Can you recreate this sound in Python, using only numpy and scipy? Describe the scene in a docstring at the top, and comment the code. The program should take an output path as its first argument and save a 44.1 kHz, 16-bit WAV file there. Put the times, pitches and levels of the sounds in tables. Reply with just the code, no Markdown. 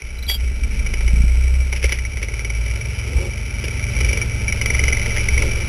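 """An old snowmobile engine chugs at low speed and slowly picks up, heard from the seat.
Its firings shake the frame, boom under the hood and puff from the exhaust. Loose sheet metal
chatters and knocks in step, the drive belt squeaks near the start, and snow grinds under the sled.
A pocket camera takes the sound at a low sample rate and holds each sample,
which mirrors the clatter into the treble."""
import sys
import numpy as np
from scipy import signal
from scipy.fft import rfft, irfft
from scipy.io import wavfile
from scipy.ndimage import uniform_filter1d

SR = 44100
rng = np.random.default_rng(int(sys.argv[2]) if len(sys.argv) > 2 else 0)


def int16_out(signal):
    """Quantize to a 16-bit WAV file."""
    q = np.round(np.clip(np.atleast_2d(signal).T, -1, 1) * 32767)
    wavfile.write(sys.argv[1], SR, q.astype(np.int16))


N = 250488
TIME = np.arange(N) / SR

# how hard the engine works, 0 at full load: t/s, level/dB
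ENGINE_LOAD = [(0, -14.5), (.5, -11.5), (1.0, -7), (1.6, -9), (2.15, -10), (2.85, -6.5), (3.45, -8),
               (4.05, -3), (4.3, -5), (4.95, 0), (5.68, -2.5)]
# the tones at which the loose metal panel rings: f/Hz, width/Hz, level/dB
PANEL_TONES = [(1323, 64, -10.5), (1544, 33, -35), (1982, 94, -3.5), (2302, 77, 11.5), (2860, 117, -11.5),
               (2964, 84, 0)]
# the hollow tones of the hood: f/Hz, width/Hz, level/dB
HOOD_TONES = [(390, 120, 14.5), (576, 44, 12), (790, 35, -5.5), (1310, 33, -5.5)]


def amp(db):
    """Turn decibels into a factor to multiply by."""
    return 10 ** (np.asarray(db) / 20)


def curves(table):
    """Join a table's points with straight lines in time, one curve per column."""
    times, *columns = np.transpose(table)
    return [np.interp(TIME, times, column) for column in columns]


def unit(x):
    """Scale a signal to an average power of 1."""
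    return x / np.sqrt(np.mean(x ** 2))


def even(x, span_s):
    """Even out changes in loudness that are slower than span_s."""
    power = uniform_filter1d(x ** 2, int(span_s * SR))
    power = uniform_filter1d(power, int(span_s * SR / 2))
    return x / np.sqrt(np.abs(power) + np.mean(x ** 2) / 1000)


def ring(x, hz, width_hz):
    """Let a signal ring at one pitch; a narrower width rings longer."""
    return signal.lfilter(*signal.iirpeak(hz, hz / width_hz, fs=SR), x)


def ring_twice(x, hz, width_hz):
    """Ring twice at the same pitch, so less of the other pitches gets through."""
    return ring(ring(x, hz, width_hz), hz, width_hz)


def body(x, tones, stretch=1, damping=1):
    """An object rings at several tones; touching it can shift and shorten them."""
    return sum((-1) ** k * amp(db) * ring(x, hz * stretch, width * damping)
               for k, (hz, width, db) in enumerate(tones))


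def firings(cycles, scatter_db, jitter_s):
    """Up to two pulses per engine cycle, each a little off in time and strength."""
    # how strong every second firing is: t/s, strength/0-1
    second_stroke = [(0, 0.6), (.45, 0), (1.0, 0.63), (1.6, 1), (2.0, 0.5), (2.5, 0), (5.68, 0)]
    at = np.flatnonzero(np.diff(np.floor(2 * cycles)))
    size_chance, time_chance = rng.standard_normal((len(at), 2)).T
    strength = np.where(np.arange(len(at)) % 2, curves(second_stroke)[0][at], 1)
    late = (jitter_s * SR * time_chance).astype(int)
    pulses = np.zeros(N)
    pulses[np.clip(at + late, 0, N - 1)] = strength * amp(scatter_db * size_chance)
    return pulses


def surge(cycles, depth, decay_cycles, scatter_db=3):
    """A push that starts with each engine cycle and fades; no two are equally hard."""
    hardness = amp(scatter_db * rng.standard_normal(200))[cycles.astype(int) % 200]
    return unit(1 + depth * hardness * np.exp(-(cycles % 1) / decay_cycles))


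def rumble(cycles, throb_db=1.45, throb_hz=10.4):
    """Firings rock the frame and ring the air under the hood, which booms louder on bumps."""
    # rocking of the frame: t/s, level/dB
    shake_levels = [(0, -33), (.3, -33.5), (.6, -25.5), (1.25, -17.5), (1.95, -30), (2.8, -40), (3.05, -56),
                    (3.75, -42), (4.7, -27), (5.45, -20.5), (5.68, -29)]
    # the boom swells where a multiple of the engine speed meets its pitch: t/s, level/dB
    boom_levels = [(0, -33), (.3, -23), (.9, -23.5), (1.12, -12.5), (1.58, -14), (1.75, -22), (2.8, -26),
                   (3.3, -25), (5.68, -24)]
    shake_db, boom_db = curves(shake_levels) + curves(boom_levels)
    throb = unit(ring_twice(rng.standard_normal(N), throb_hz, throb_hz))
    boom_db = boom_db + bump_lift_db() + throb_db * throb
    pulses = firings(cycles, scatter_db=1, jitter_s=.0005)
    shake = ring_twice(pulses, 26.1, 10.5)
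    boom = ring(ring(pulses, 57.0, 3.05), 60.2, 26.0)
    return even(shake, span_s=0.39) * amp(shake_db) + even(boom, span_s=0.1) * amp(boom_db)


def exhaust_and_intake(cycles, gas_db=-35.5):
    """Each firing puffs from the silencer; rough gas follows down the pipe, and the intake drones."""
    # exhaust puffs: t/s, level/dB
    puff_levels = [(0, -44), (.55, -42), (.8, -31.5), (1.3, -33.5), (2.55, -31.5), (2.8, -27), (3.3, -28),
                   (3.52, -31.5), (3.85, -24.5), (5.68, -26)]
    # drone of the air intake: t/s, level/dB
    intake_levels = [(0, -51.5), (.75, -38), (1.5, -46), (2.6, -46.5), (4.1, -37.5), (5.68, -39)]
    # tones of the exhaust pipe: f/Hz, width/Hz, level/dB
    pipe_tones = [(375, 167, -10.5), (381.6, 170, 4.5), (465, 125, 4.5), (591, 60, 0.5), (812, 85, -7.5),
                  (889, 54, -4)]
    # tones of the box the engine breathes through: f/Hz, width/Hz, level/dB
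    airbox_tones = [(162, 25, 0), (206, 40.5, 1.5), (271.8, 30, -4)]
    puff_db, intake_db, load_db = curves(puff_levels) + curves(intake_levels) + curves(ENGINE_LOAD)
    pulses = unit(firings(cycles, scatter_db=1.3, jitter_s=.00025))
    rough_pulses = pulses + amp(-4) * rng.standard_normal(N)
    puff = ring(ring(ring(rough_pulses, 111.6, 24.8), 89, 42), 88, 43)
    flow = unit(rng.standard_normal(N) * surge(cycles, depth=0.42, decay_cycles=0.53))
    rush = flow + amp(-8) * pulses
    gas = body(rush, pipe_tones)
    intake = ring(body(rush, airbox_tones), 264, 207)
    return (even(puff, span_s=0.055) * amp(puff_db)
            + even(gas, span_s=0.53) * amp(gas_db + load_db)
            + even(intake, span_s=0.14) * amp(intake_db))


def metal_chatter(push, level_db=-26.5, contacts_per_s=520, spread_db=2, bump_share=0.11):
    """Loose sheet metal buzzes with many tiny taps, hardest just after each push of the engine."""
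    load_db, = curves(ENGINE_LOAD)
    touching = rng.random(N) < contacts_per_s / SR
    taps = touching * amp(spread_db * rng.standard_normal(N)) * rng.choice([-1, 1], N)
    # the panel bounces, so its taps come in short bunches
    bounce = amp(2.5 * unit(ring_twice(rng.standard_normal(N), 55, 60)))
    buzz = (unit(taps) + amp(-4) * rng.standard_normal(N)) * push * bounce
    metal = even(body(buzz, PANEL_TONES) + amp(-27.5) * buzz, span_s=0.19)
    return metal * amp(level_db + load_db + bump_share * bump_lift_db())


def fan_hiss(push, level_db=-29, load_share=0.82):
    """Fan and track hiss, pulsing gently with the engine and growing as it works harder."""
    # the hiss from bass to treble: f/Hz, level/dB
    hiss_shape = [(100, -50), (300, -28), (700, -3), (1050, -1.5), (1400, 11.5), (1800, 5.5), (2600, 15.5),
                  (3300, -1), (4000, 6.5)]
    hz, db = np.transpose(hiss_shape)
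    load_db, = curves(ENGINE_LOAD)
    all_hz = np.arange(N // 2 + 1) * SR / N
    gain = amp(np.interp(np.log(all_hz + 1), np.log(hz), db))
    hiss = unit(irfft(rfft(rng.standard_normal(N)) * gain, N))
    return hiss * push ** 0.27 * amp(level_db + load_share * load_db)


def panel_knocks(cycles, rise_s=.003, decay_s=.002, settle_s=.014):
    """The panel hits its seat; the contact lowers its ring a little and lets it ring longer, and the hood
    answers dully."""
    # single hard knocks: t/s, level/dB, thud against clack/dB
    single_knocks = [(0.0198, -36.5, -34), (0.297, -29, -17), (1.7263, -28.5, -18), (1.7322, -33, -8),
                     (1.8415, -25, -5), (1.8926, -31.5, -22), (1.921, -23.5, -17.5), (1.987, -32, -31),
                     (2.0497, -33, -34), (4.007, -24, -17), (5.1806, -28.5, -17), (5.2863, -23.5, -29)]
    # how the panel lands, skidding or squarely: t/s, scrape against ring/dB, ring f/Hz
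    landing = [(0, -10, 2300), (.3, 3, 1990), (.7, 5, 2190), (1.85, 1.5, 2130), (2.6, 2, 2220),
               (4.5, -7.5, 2297), (4.62, 1.5, 2118), (5.05, -8, 2067), (5.4, 2, 2170)]
    out, t = np.zeros(N), TIME[:SR // 20]
    skid_db, ring_hz = curves(landing)
    rise = 1 - np.exp(-t / rise_s)
    touch = rise ** 2 * np.exp(-t / decay_s)
    touch = touch / touch.max()
    settle = .13 * np.exp(-t / settle_s) * rise
    for s, db, thud_db in single_knocks + repeated_slaps(cycles):
        now = int(s * SR)
        skid = amp(skid_db[now])
        scrape = rng.standard_normal(len(t)) * (touch + settle)
        slap = unit(touch * np.sin(2 * np.pi * ring_hz[now] * t))
        ringing = unit(body(scrape, PANEL_TONES, stretch=0.99, damping=0.79))
        crack = .5 * np.sqrt(skid) * unit(scrape)  # more skid, more dry crack
        clack = unit(slap + skid * unit(ringing + crack))
        thud = unit(body(scrape, HOOD_TONES))
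        add(out, s - .0007, amp(db) * (clack + amp(thud_db) * thud))
    return out


def add(track, s, sound):
    """Mix a sound into a track, starting at s seconds."""
    start = max(int(s * SR), 0)
    track[start:start + len(sound)] += sound[:N - start]


def belt_squeak(waver_hz=24, roughness=0.29):
    """The drive belt chirps three times, then slips in one short, rough squeal."""
    # the chirps: t/s, length/s, f/Hz, peak level/dB
    chirps = [(.182, .014, 3950, -32), (.222, .017, 3950, -28), (.262, .014, 3950, -28)]
    # the path of the squeal: t/s, f/Hz, level/dB
    squeal = [(.275, 3300, -45), (.29, 3284, -19.5), (.298, 3353, -19.5), (.306, 3252, -23),
              (.316, 3330, -19.5), (.332, 3313, -29), (.348, 3326, -23), (.358, 3180, -29.5),
              (.38, 3300, -48)]
    hz, db = curves(squeal)
    waver, grit = (unit(ring(rng.standard_normal(N), rate_hz, rate_hz)) for rate_hz in (120, 300))
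    phase = 2 * np.pi * np.cumsum(hz + waver_hz * waver) / SR
    slipping = (TIME > squeal[0][0]) & (TIME < squeal[-1][0])
    out = np.sqrt(2) * np.sin(phase) * amp(db) * slipping
    for s, length, pitch_hz, peak_db in chirps:
        t = TIME[:int(length * SR)]
        swell = amp(peak_db) * np.sin(np.pi * t / length)
        add(out, s, swell * np.sin(2 * np.pi * pitch_hz * t))
    return out * (1 + roughness * grit)


def bump_lift_db():
    """Bumps jolt the hood and the loose metal; each lifts the level in one smooth arch."""
    # bumps under the sled: middle t/s, length/s, lift of the boom/dB
    bumps = [(0.456, 0.15, 7), (.65, 0.074, 6), (0.799, 0.037, 11.5), (1.859, 0.057, 10),
             (2.622, 0.35, 6.5), (3.173, 0.1, 11.5), (4.055, 0.26, 10), (4.76, 0.11, 5.5),
             (4.868, 0.24, 7.5), (5.375, 0.2, 8.5)]
    return sum(db * np.cos(np.pi * np.clip((TIME - s) / length, -.5, .5)) for s, length, db in bumps)


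def snow_rubs(grain_db=4):
    """Packed snow grinds under the sled: its grains sound the hood and crunch on their own."""
    # skis and track rub over uneven snow: t/s, length/s, hollow level/dB, crunch level/dB
    rubs = [(0.426, 0.033, -43, -38), (0.688, .12, -61, -40.5), (1.744, 0.047, -44.5, -30),
            (1.82, 0.053, -36, -24), (1.867, 0.12, -42, -30.5), (2.21, 0.044, -34, -30.5),
            (3.02, 0.2, -36, -44.5), (3.162, 0.15, -31, -41.5), (3.634, 0.024, -30, -27),
            (3.675, 0.018, -38, -31), (3.926, 0.38, -38, -34), (5.157, 0.025, -51, -23.5),
            (5.357, 0.15, -29, -33.5), (5.522, 0.15, -36, -46)]
    grains = rng.standard_normal(N) * amp(grain_db * unit(ring(rng.standard_normal(N), 125, 270)))
    hollow = even(body(grains, HOOD_TONES), span_s=0.018)
    crunch = even(ring(ring(grains, 2170, 1160), 2430, 1160), span_s=0.22)
    out = np.zeros(N)
    for s, length, hollow_db, crunch_db in rubs:
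        swell = np.sin(np.pi * np.clip((TIME - s) / length, 0, 1))
        out += swell * (amp(hollow_db) * hollow + amp(crunch_db) * crunch)
    return out


def repeated_slaps(cycles, build_db_per_s=8, fade_db_per_s=40, jitter_s=.0007, scatter_db=.8):
    """List the knocks when each engine cycle throws the panel; they build slowly and fade fast."""
    # spells of rattling: start t/s, end t/s, hardest t/s, level there/dB, thud against clack/dB
    spells = [(.84, 1.1, 1.08, -32.5, -10.5), (2.14, 2.53, 2.5, -31, -14), (2.65, 2.78, 2.76, -37.5, -28),
              (3.77, 3.86, 3.79, -33.5, -28), (3.94, 4.24, 4.18, -28, -12), (4.45, 4.55, 4.52, -25.5, -32),
              (4.59, 4.99, 4.86, -23, -18), (4.99, 5.13, 5.06, -29, -28), (5.35, 5.45, 5.39, -24, -21)]
    cycle_starts = TIME[np.flatnonzero(np.diff(np.floor(cycles)))]
    chance = rng.standard_normal((len(cycle_starts), 2)) * [jitter_s, scatter_db]
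    slaps = []
    for start, end, hardest, db, thud_db in spells:
        for s, (late_s, chance_db) in zip(cycle_starts, chance):
            if start < s < end:
                drop_db = max(build_db_per_s * (hardest - s), fade_db_per_s * (s - hardest))
                slaps.append((s + late_s, db + chance_db - drop_db, thud_db))
    return slaps


def mount_thumps(width_s=0.0017):
    """The engine sinks hard into its rubber mounts, which round off each blow."""
    # the blows: t/s, peak level/dB
    blows = [(1.136, -13), (1.171, -17), (1.205, -14), (1.239, -12)]
    out = np.zeros(N)
    from_middle = (TIME[:SR // 50] - .01) / width_s
    thump = (from_middle ** 2 - 1) * np.exp(-from_middle ** 2 / 2)
    for s, db in blows:
        add(out, s - .009, amp(db) * thump)
    return out


def scene():
    """One engine sets the beat for rumble, exhaust, metal and fan; snow gives no echo."""
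    # engine cycles per second: t/s, f/Hz
    engine_speed = [(0.0, 11.9), (0.35, 12.2), (0.7, 12.95), (1.2, 14.82), (1.6, 16.05), (2.0, 15.23),
                    (2.25, 18.19), (2.55, 18.33), (2.8, 21.59), (2.95, 22.54), (3.15, 22.94), (3.4, 24.74),
                    (3.7, 22.76), (4.0, 24.31), (4.4, 22.41), (4.9, 22.44), (5.3, 21.97), (5.68, 22.68)]
    cycle_start_s = 4.7913  # one cycle starts exactly here
    cycles = np.cumsum(curves(engine_speed)[0]) / SR
    cycles = cycles - cycles[int(cycle_start_s * SR)] % 1 + 1
    engine = rumble(cycles) + exhaust_and_intake(cycles)
    push = surge(cycles, depth=.7, decay_cycles=.3, scatter_db=2)
    clatter = metal_chatter(push) + fan_hiss(push) + panel_knocks(cycles)
    return (engine + clatter + belt_squeak() + snow_rubs() + mount_thumps())[None]


def record(dry):
    """The camera samples slowly and holds each value, which mirrors tones around its sample rate."""
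    camera_hz, top_hz = 8000, 12800
    samples = signal.resample_poly(dry, camera_hz, SR, axis=1)
    held = samples[:, np.arange(N) * camera_hz // SR]
    treble_cut = signal.ellip(14, .2, 80, top_hz, fs=SR, output="sos")
    return signal.sosfilt(treble_cut, held)


dry = scene()
out = record(dry)
int16_out(out)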